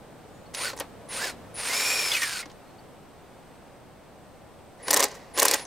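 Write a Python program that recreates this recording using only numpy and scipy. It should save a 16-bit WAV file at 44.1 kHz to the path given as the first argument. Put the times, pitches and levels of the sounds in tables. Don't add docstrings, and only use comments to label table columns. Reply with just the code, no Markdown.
import sys
import numpy as np
from scipy import signal
from scipy.fft import rfft, irfft
from scipy.io import wavfile
from scipy.ndimage import uniform_filter1d

SR = 44100
rng = np.random.default_rng(int(sys.argv[2]) if len(sys.argv) > 2 else 0)


def master(y):
    cut = np.clip(np.atleast_2d(y).T, -1, 1)
    pcm = np.round(cut * 32767)
    wavfile.write(sys.argv[1], SR, pcm.astype(np.int16))


def gain_from_db(level_db):
    decades = np.asarray(level_db, float) / 20
    return 10 ** decades


N = 249867
T = np.arange(N) / SR
SHORT, LONG = T[:3000], T[:6000]


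def colour(x, points):
    hz, db = np.transpose(points)
    grid = np.fft.rfftfreq(x.shape[-1], 1 / SR) + 1
    gain = gain_from_db(np.interp(np.log(grid), np.log(hz), db))
    return irfft(rfft(x) * gain, x.shape[-1])


def unit(x):
    return x / np.sqrt(np.mean(x ** 2))


def walk(rate):
    levels = rng.standard_normal(size=8192)
    steps = levels[(T * rate).astype(int)]
    return unit(uniform_filter1d(steps, int(SR / rate)))


def control(tables, axis, off):
    out = np.full(N, float(off))
    for rows in map(np.array, tables):
        inside = (T >= rows[0, 0]) & (T <= rows[-1, 0])
        out[inside] = np.interp(T[inside], rows[:, 0], rows[:, axis])
    return uniform_filter1d(out, size=64)


def during(spans, rise, fall):
    levels = []
    for start, end, *db in spans:
        levels.append(sum(db) - rise * np.maximum(start - T, 0) - fall * np.maximum(T - end, 0))
    return np.max(levels, axis=0)


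def ring(t, modes, scatter_db, stretch):
    hz, db, t60 = np.transpose(modes)[:, :, None]
    level, detune, phase = rng.standard_normal((3, len(modes), 1))
    fading = gain_from_db(db + scatter_db * level - 60 * t / (t60 * stretch))
    tones = np.sin(2 * np.pi * hz * (1 + 0.019 * detune) * t + phase)
    return (fading * tones).sum(axis=0)


def add(out, s, sound, db):
    i = int(s * SR)
    out[i:i + len(sound)] += (sound * gain_from_db(db) / np.abs(sound).max())[:N - i]


# (time [s], rate of current switching inside the motor [Hz])
MOTOR_SPEED = [
    [(.536, 88), (.601, 589), (.645, 900), (.665, 990), (.691, 914), (.76, 760)],
    [(1.085, 57), (1.16, 680), (1.2, 968), (1.225, 1100), (1.245, 1125), (1.27, 1030), (1.3, 915),
     (1.36, 780)],
    [(1.54, 40), (1.698, 1285), (1.758, 1510), (1.823, 1555), (1.948, 1575), (2.02, 1558), (2.073, 1497),
     (2.198, 1233), (2.48, 770)],
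    [(4.775, 12), (4.855, 118), (4.89, 360), (4.93, 600), (5.04, 800), (5.1, 260), (5.16, 130), (5.33, 110)],
    [(5.338, 63), (5.445, 870), (5.5, 1050), (5.556, 990), (5.58, 625), (5.645, 70), (5.665, 40)],
]
# (brake time [s], fade [dB/s], rattle level [dB], share into the gate [dB], gear whine level [dB])
PULLS = [(0.697, 444, 1.5, -8.5, 2), (1.297, 517, 0, -6, -0.5), (2.413, 850, 0, -9.5, -2.5),
         (5.05, 35, -0.5, 1, -1), (5.64, 100, -1, -3, -16)]
TOP_RATE = 1500


def running():
    rate = control(MOTOR_SPEED, axis=1, off=0)
    rate = np.where(rate > 600, uniform_filter1d(rate, size=700), rate)
    slowing = np.clip(-np.gradient(rate) * SR / 900, 0, 1)
    coast = uniform_filter1d(slowing, size=1500)
    later_starts = [rows[0][0] for rows in MOTOR_SPEED[1:]]
    brake_s, fade_rate, *pull_db = np.array(PULLS)[np.searchsorted(later_starts, T)].T
    fade_db = -fade_rate * np.maximum(T - brake_s, 0)
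    decades = np.log10(rate / TOP_RATE + 1e-5)
    return rate, decades, coast, fade_db, pull_db


# (frequency [Hz], level [dB])
HOUSING = [(7500, 5), (8300, -1), (8750, 1.5), (9100, 0), (9600, -11.5), (10300, -2), (10800, -21.5),
           (11200, -1.5), (11600, -18)]
# (start [s], end [s], level [dB])
CHOPPING = [(.54, .665, -0.5), (1.09, 1.205, 1.5), (1.21, 1.305, -8), (1.545, 1.69, 3), (2.15, 2.41, -2),
            (4.83, 4.92, 2), (5.34, 5.41, 2.5), (5.55, 5.645, -5.5)]
# (rate [Hz], level [dB])
CHOPPER_LEVEL = [(100, -43), (370, -37.5), (720, -33.5), (1000, -40), (1300, -38)]
CARRIER_HZ = 9958


def chopper(rate, turn):
    hz, db = np.transpose(HOUSING)
    tones = 0
    for k, side_db in zip((-1, 1, -2.3, 0.93), (-1, 0, -2.5, -16)):
        housing_db = np.interp(CARRIER_HZ + k * rate, hz, db)
        gain = gain_from_db(side_db - (abs(k) - 1) * rate / 70 + housing_db + 2.4 * walk(90))
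        tones = tones + gain * np.sin(2 * np.pi * CARRIER_HZ * T + k * turn)
    buzz = unit(colour(rng.standard_normal(N), [(8300, -45), (8900, 6), (9200, -6), (9700, -38)]))
    tones = tones + gain_from_db(-15.0 - rate / 60) * buzz
    level_db = np.interp(rate, *np.transpose(CHOPPER_LEVEL)) + during(CHOPPING, rise=5000, fall=1500)
    return tones * gain_from_db(level_db + 1.0)


# (multiple of the motor rate, level [dB])
FAN = [(3.5, 0), (7, -7)]


def fan(rate, turn, fade_db):
    tones = sum(gain_from_db(db + 1.2 * walk(60)) * np.sin(k * turn + 0.35 * walk(160)) for k, db in FAN)
    level_db = -36 - 0.05 * np.maximum(1490 - rate, 0) + fade_db
    return tones * gain_from_db(level_db + 4.5)


# (multiple of the motor rate, level [dB])
MESH = [(1.568, 0), (1.507, -4), (3.0, -19), (4.53, -12), (4.7, -10)]
# (frequency [Hz], level [dB])
CASE = [(900, -3), (1700, 0), (2500, -1), (3500, 0), (4100, 6), (5400, 5), (6300, 1), (7400, 2)]


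def gear_mesh(rate, decades, coast, turn, level_db):
    blur = (1 - 0.5 * coast) * rate / 7000
    tones = 0
    for k, db in MESH:
        case_db = np.interp(k * rate, *np.transpose(CASE))
        gain = gain_from_db(db + case_db + 3.5 * walk(110))
        tones = tones + gain * np.sin(k * (turn + blur * walk(200)))
    speeding_up = (np.gradient(rate) * SR > 5000) * np.clip(rate / 1300, 0, 1)
    level_db = level_db - 38 + 34 * decades - 4 * coast - 5 * speeding_up
    return tones * gain_from_db(level_db + 7.5)


def motor():
    rate, decades, coast, fade_db, (_, _, pull_mesh_db) = running()
    turn = 2 * np.pi * np.cumsum(rate) / SR
    whine = gear_mesh(rate, decades, coast, turn, pull_mesh_db + fade_db)
    return chopper(rate, turn) + fan(rate, turn, fade_db) + whine


# (frequency [Hz], level [dB per Hz])
GEARBOX = [(500, -33), (800, -17.5), (1200, -8.5), (1600, -8), (1950, -10.5), (2400, -4.5), (3100, -10),
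           (5000, -8), (6000, -12), (7200, -10), (10300, -16), (13000, -20.5), (16000, -25)]
# (frequency [Hz], level [dB], time to fade 60 dB [s])
GATE = [(293.8, -11.5, 0.2), (358, -21, 0.022), (415, -9, 0.13), (485.7, -4, 0.14), (547, 4, 0.067),
        (613, -9.5, 0.17), (665, -10.5, 0.1), (776, -6.5, 0.079), (835, -7, 0.15), (947, 2.5, 0.026),
        (1046, 6, 0.035), (1176, -4.5, 0.052), (1292, -13, 0.11), (1592, -2.5, 0.067), (1853, 7, 0.029),
        (2160, 6.5, 0.015)]
# (start [s], end [s])
HAMMERING = [(4.885, 5.05), (5.365, 5.555)]
SCREW_FREE_S = 2.15


def rattle():
    rate, decades, coast, fade_db, (pull_rattle_db, gate_share_db, _) = running()
    clicks = rng.standard_normal(N) * gain_from_db(1.8 * walk(900) + 0.6 * walk(70))
    bright = unit(colour(clicks, GEARBOX))
    top = colour(bright, [(5000, -15), (8000, 4.5)])
    bright = bright + (gain_from_db(-5.5 + rate / 250) - 1) * top
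    chuck = unit(colour(clicks, [(1600, -34), (1900, 1), (2000, 13.0), (2350, -35)]))
    chuck = gain_from_db(-16 - rate / 120) * chuck
    wood = signal.fftconvolve(clicks, ring(SHORT, GATE, scatter_db=-1.5, stretch=0.45))[:N]
    crawl_db = -400 / (rate + 20)
    db = -30 + 16 * decades - 2 * coast + crawl_db + pull_rattle_db + fade_db
    db = db + np.maximum(5 + during(HAMMERING, rise=270, fall=340), 0)
    screw_loose = (T > SCREW_FREE_S) * (T < MOTOR_SPEED[3][0][0])
    gate_db = gate_share_db + 700 / (rate + 60) - 12.5 * screw_loose
    return gain_from_db(db + 1.0) * (bright + chuck) + gain_from_db(db + gate_db - 1.5) * unit(wood)


# (frequency [Hz], level [dB], time to fade 60 dB [s])
BIT = [(2850, -3.5, 0.06), (4240, -5, 0.037), (4680, 0, 0.0069), (5700, -0.5, .04), (6120, 7, 0.018),
       (7180, 4.5, 0.029), (7510, -0.5, 0.015), (9250, -10, 0.03), (10300, -2, .03), (12600, -8, 0.018),
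       (13750, 2, 0.023)]


def strike(hz, t60, crack_db, body_db, top_db):
    t = SHORT
    onset = 1 - np.exp(-t / 0.00024)
    crack_colour = [(800, -22), (hz * 0.56, -5), (hz, 0), (hz * 1.55, -4), (16000, top_db)]
    crack = unit(colour(rng.standard_normal(len(t)), crack_colour))
    crack = gain_from_db(crack_db - 60 * t / (0.85 * t60)) * crack
    main = ring(t, [(hz, 0, t60), (hz * 1.08, -5, t60)], scatter_db=6.0, stretch=0.95)
    body = gain_from_db(body_db) * ring(t, BIT, scatter_db=-0.5, stretch=t60 / 0.071)
    return onset * (crack + main + body)


def thud():
    return ring(LONG, GATE, scatter_db=3.0, stretch=0.7) * (1 - np.exp(-LONG / 0.0009))


# (first contact [s], last contact [s], peak level [dB], gate thud [dB], brightest ring [Hz])
BLOWS = [(4.883, 4.8817, -18.5, -28.5, 4760), (4.906, 4.909, -5, -26, 7300),
         (4.93, 4.942, -3.5, -20.5, 8100), (4.9634, 4.9724, -5, -23, 7220), (4.995, 5.004, -7, -21.5, 8500),
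         (5.0267, 5.0402, -6, -21, 6870), (5.3755, 5.387, -11.5, -22.5, 6360),
         (5.3946, 5.3993, -5.5, -29, 6800), (5.42, 5.429, -5, -17.5, 9000), (5.451, 5.455, -6, -21, 10000),
         (5.4825, 5.482, -8.5, -49, 6900), (5.513, 5.512, -7, -31, 7300), (5.5364, 5.5426, -6.5, -24, 6750)]
# (place between first and last [0-1], level [dB], pitch [ratio])
CONTACTS = [
    (0, -4, .75),
    (0.499, -4.5, .8),
    (0.998, 0.5, 1.0),
]


def hammer():
    out = np.zeros(N)
    for first, last, db, thud_db, hz in BLOWS:
        for share, contact_db, pitch in CONTACTS:
            s = first + share * (last - first)
            top_db = 1.16 * (db + contact_db) - 4.5
            hit = strike(hz * pitch, t60=0.025, crack_db=12.5, body_db=4.0, top_db=top_db)
            add(out, s, hit, db + contact_db - 1.5)
            add(out, s, thud(), thud_db + 4)
    return out


# (time [s], peak level [dB], ring [Hz], gate thud [dB])
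KNOCKS = [(0.5405, -29, 5600, -51), (.547, -19.5, 4920, -50), (.7323, -41, 4440, -42.5),
          (.764, -42, 10500, -55), (.769, -38, 7400, -50), (.7754, -32.5, 5700, -51),
          (.788, -31, 6240, -44), (0.7988, -19.5, 9330, -46.5), (.803, -25, 3350, -38.5),
          (.809, -32.5, 818, -40.5), (2.427, -31.5, 1930, -65), (2.4568, -37.5, 4060, -51),
          (2.498, -42.5, 3320, -60), (2.5148, -45, 5340, -56.5), (5.0526, -23, 4940, -55),
          (5.083, -31.5, 6430, -51), (5.114, -34.5, 5900, -70), (5.1427, -41, 6400, -72),
          (5.1515, -39.5, 6000, -67), (5.595, -32, 3940, -46), (5.621, -41, 4300, -61),
          (5.6512, -34, 6160, -53)]


def knocks():
    out = np.zeros(N)
    for s, db, hz, thud_db in KNOCKS:
        t60 = 0.018 + 180 / hz * 0.74
        add(out, s, strike(hz, t60, crack_db=10, body_db=-11, top_db=0.92 * db - 5.5), db)
        add(out, s, thud(), thud_db + 12.5)
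    return out


# (time [s], peak level [dB], ring [Hz])
SCREW_RINGS = [(1.9, -24, 4696), (2.1169, -14, 3510), (2.1364, -16, 2740), (2.148, -16, 2490),
               (2.166, -17, 2130), (2.218, -18, 1806), (2.2309, -16, 2160), (5.147, -40, 917)]


def screw_rings():
    out = np.zeros(N)
    for s, db, hz in SCREW_RINGS:
        add(out, s, strike(hz, 255 / hz, crack_db=-1.5, body_db=-12.5, top_db=-21), db)
        add(out, s, thud(), db - 22.5)
    return out


# (time [s], length [s], start pitch [Hz], end pitch [Hz], level [dB])
BIRDS = [
    (.45, .04, 4400, 4350, -55),
    (2.775, .03, 4350, 4650, -53),
    (2.64, .1, 4300, 4200, -66),
    (3.18, .04, 3700, 3550, -66),
    (.24, .26, 6850, 7000, -67),
]


def birds():
    out = np.zeros(N)
    for s, length, start_hz, end_hz, db in BIRDS:
        hz = np.linspace(start_hz, end_hz, int(length * SR))
        whistle = np.hanning(len(hz)) * np.sin(2 * np.pi * np.cumsum(hz) / SR)
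        add(out, s, whistle, db)
    return out * gain_from_db(3.0 * walk(150) - 1.5)


# (frequency [Hz], level [dB per Hz])
YARD = [(20, -9), (60, -4.5), (130, -1.5), (293, -4), (380, -5), (545, -2.5), (760, -1.5), (1000, -11.5),
        (1500, -16), (3720, -25.5), (5200, -29.5), (7500, -32.5), (14800, -37), (16000, -37)]
# (frequency [Hz], side level minus middle level [dB])
YARD_SIDE = [(25, -1.5), (50, -6), (110, -7.5), (200, -4), (380, -7), (700, -11.5), (1290, -6.5),
             (2380, -9.5), (4400, -2.5), (8120, -.7), (15000, 0)]
# (time [s], level [dB])
YARD_SWELL = [(0, 1.5), (1.4, 3.5), (2.6, 1.5), (3.2, 0), (4.4, 0), (5.3, 1), (5.67, 3)]


def yard():
    low, high, side = rng.standard_normal((3, N))
    traffic = colour(low, [(500, 0), (1500, -13)]) * gain_from_db(0.6 * walk(2.6))
    leaves = colour(high, [(300, -29), (1000, 0.5)]) * gain_from_db(0.6 * walk(3.1))
    mid, side = colour(np.array([traffic + leaves, colour(side, YARD_SIDE)]), YARD)
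    cricket_band = [(7300, -16), (8200, 2.5), (8600, 1), (8900, -11), (9400, -39)]
    crickets = unit(colour(rng.standard_normal((2, N)), cricket_band)) * gain_from_db(1.2 * walk(11))
    left_right = np.array([mid + side, mid - side]) / mid.std()
    level_db = -50 + np.interp(T, *np.transpose(YARD_SWELL))
    return gain_from_db(level_db) * (left_right + gain_from_db(-19.5) * crickets)


def wall_echo(tool):
    t = T[:12000]
    early, tail = rng.standard_normal((2, 2, len(t)))
    early = unit(colour(early[0], [(9000, 0), (13000, -3)]) * np.exp(-t / 0.01))
    early = early / np.sqrt(len(t)) * np.array([[1], [-1]])
    tail = colour(tail, [(200, 3), (800, 3), (4000, 17), (16000, -12)])
    fading = gain_from_db(-60 * t / 0.12) + gain_from_db(-18 - 60 * t / 0.93)
    tail = tail * fading * (t > 0.006)
    echo = gain_from_db(-17.5) * early + gain_from_db(-25.5) * unit(tail) / np.sqrt(len(t))
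    return signal.fftconvolve(tool[None], echo, axes=1)[:, :N]


def scene():
    tool = motor() + rattle() + hammer() + knocks() + screw_rings() + birds()
    tool = colour(tool, [(120, -16.5), (260, -2), (330, 1)])
    return tool + wall_echo(tool) + yard()


def top_cut(x):
    return signal.sosfilt(signal.butter(12, 16970, fs=SR, output="sos"), x)


def record(dry):
    mix = colour(dry, [(15500, -0.5), (15850, -6), (16000, -50), (16700, -73)])
    return top_cut(mix)


dry = scene()
out = record(dry)
master(out)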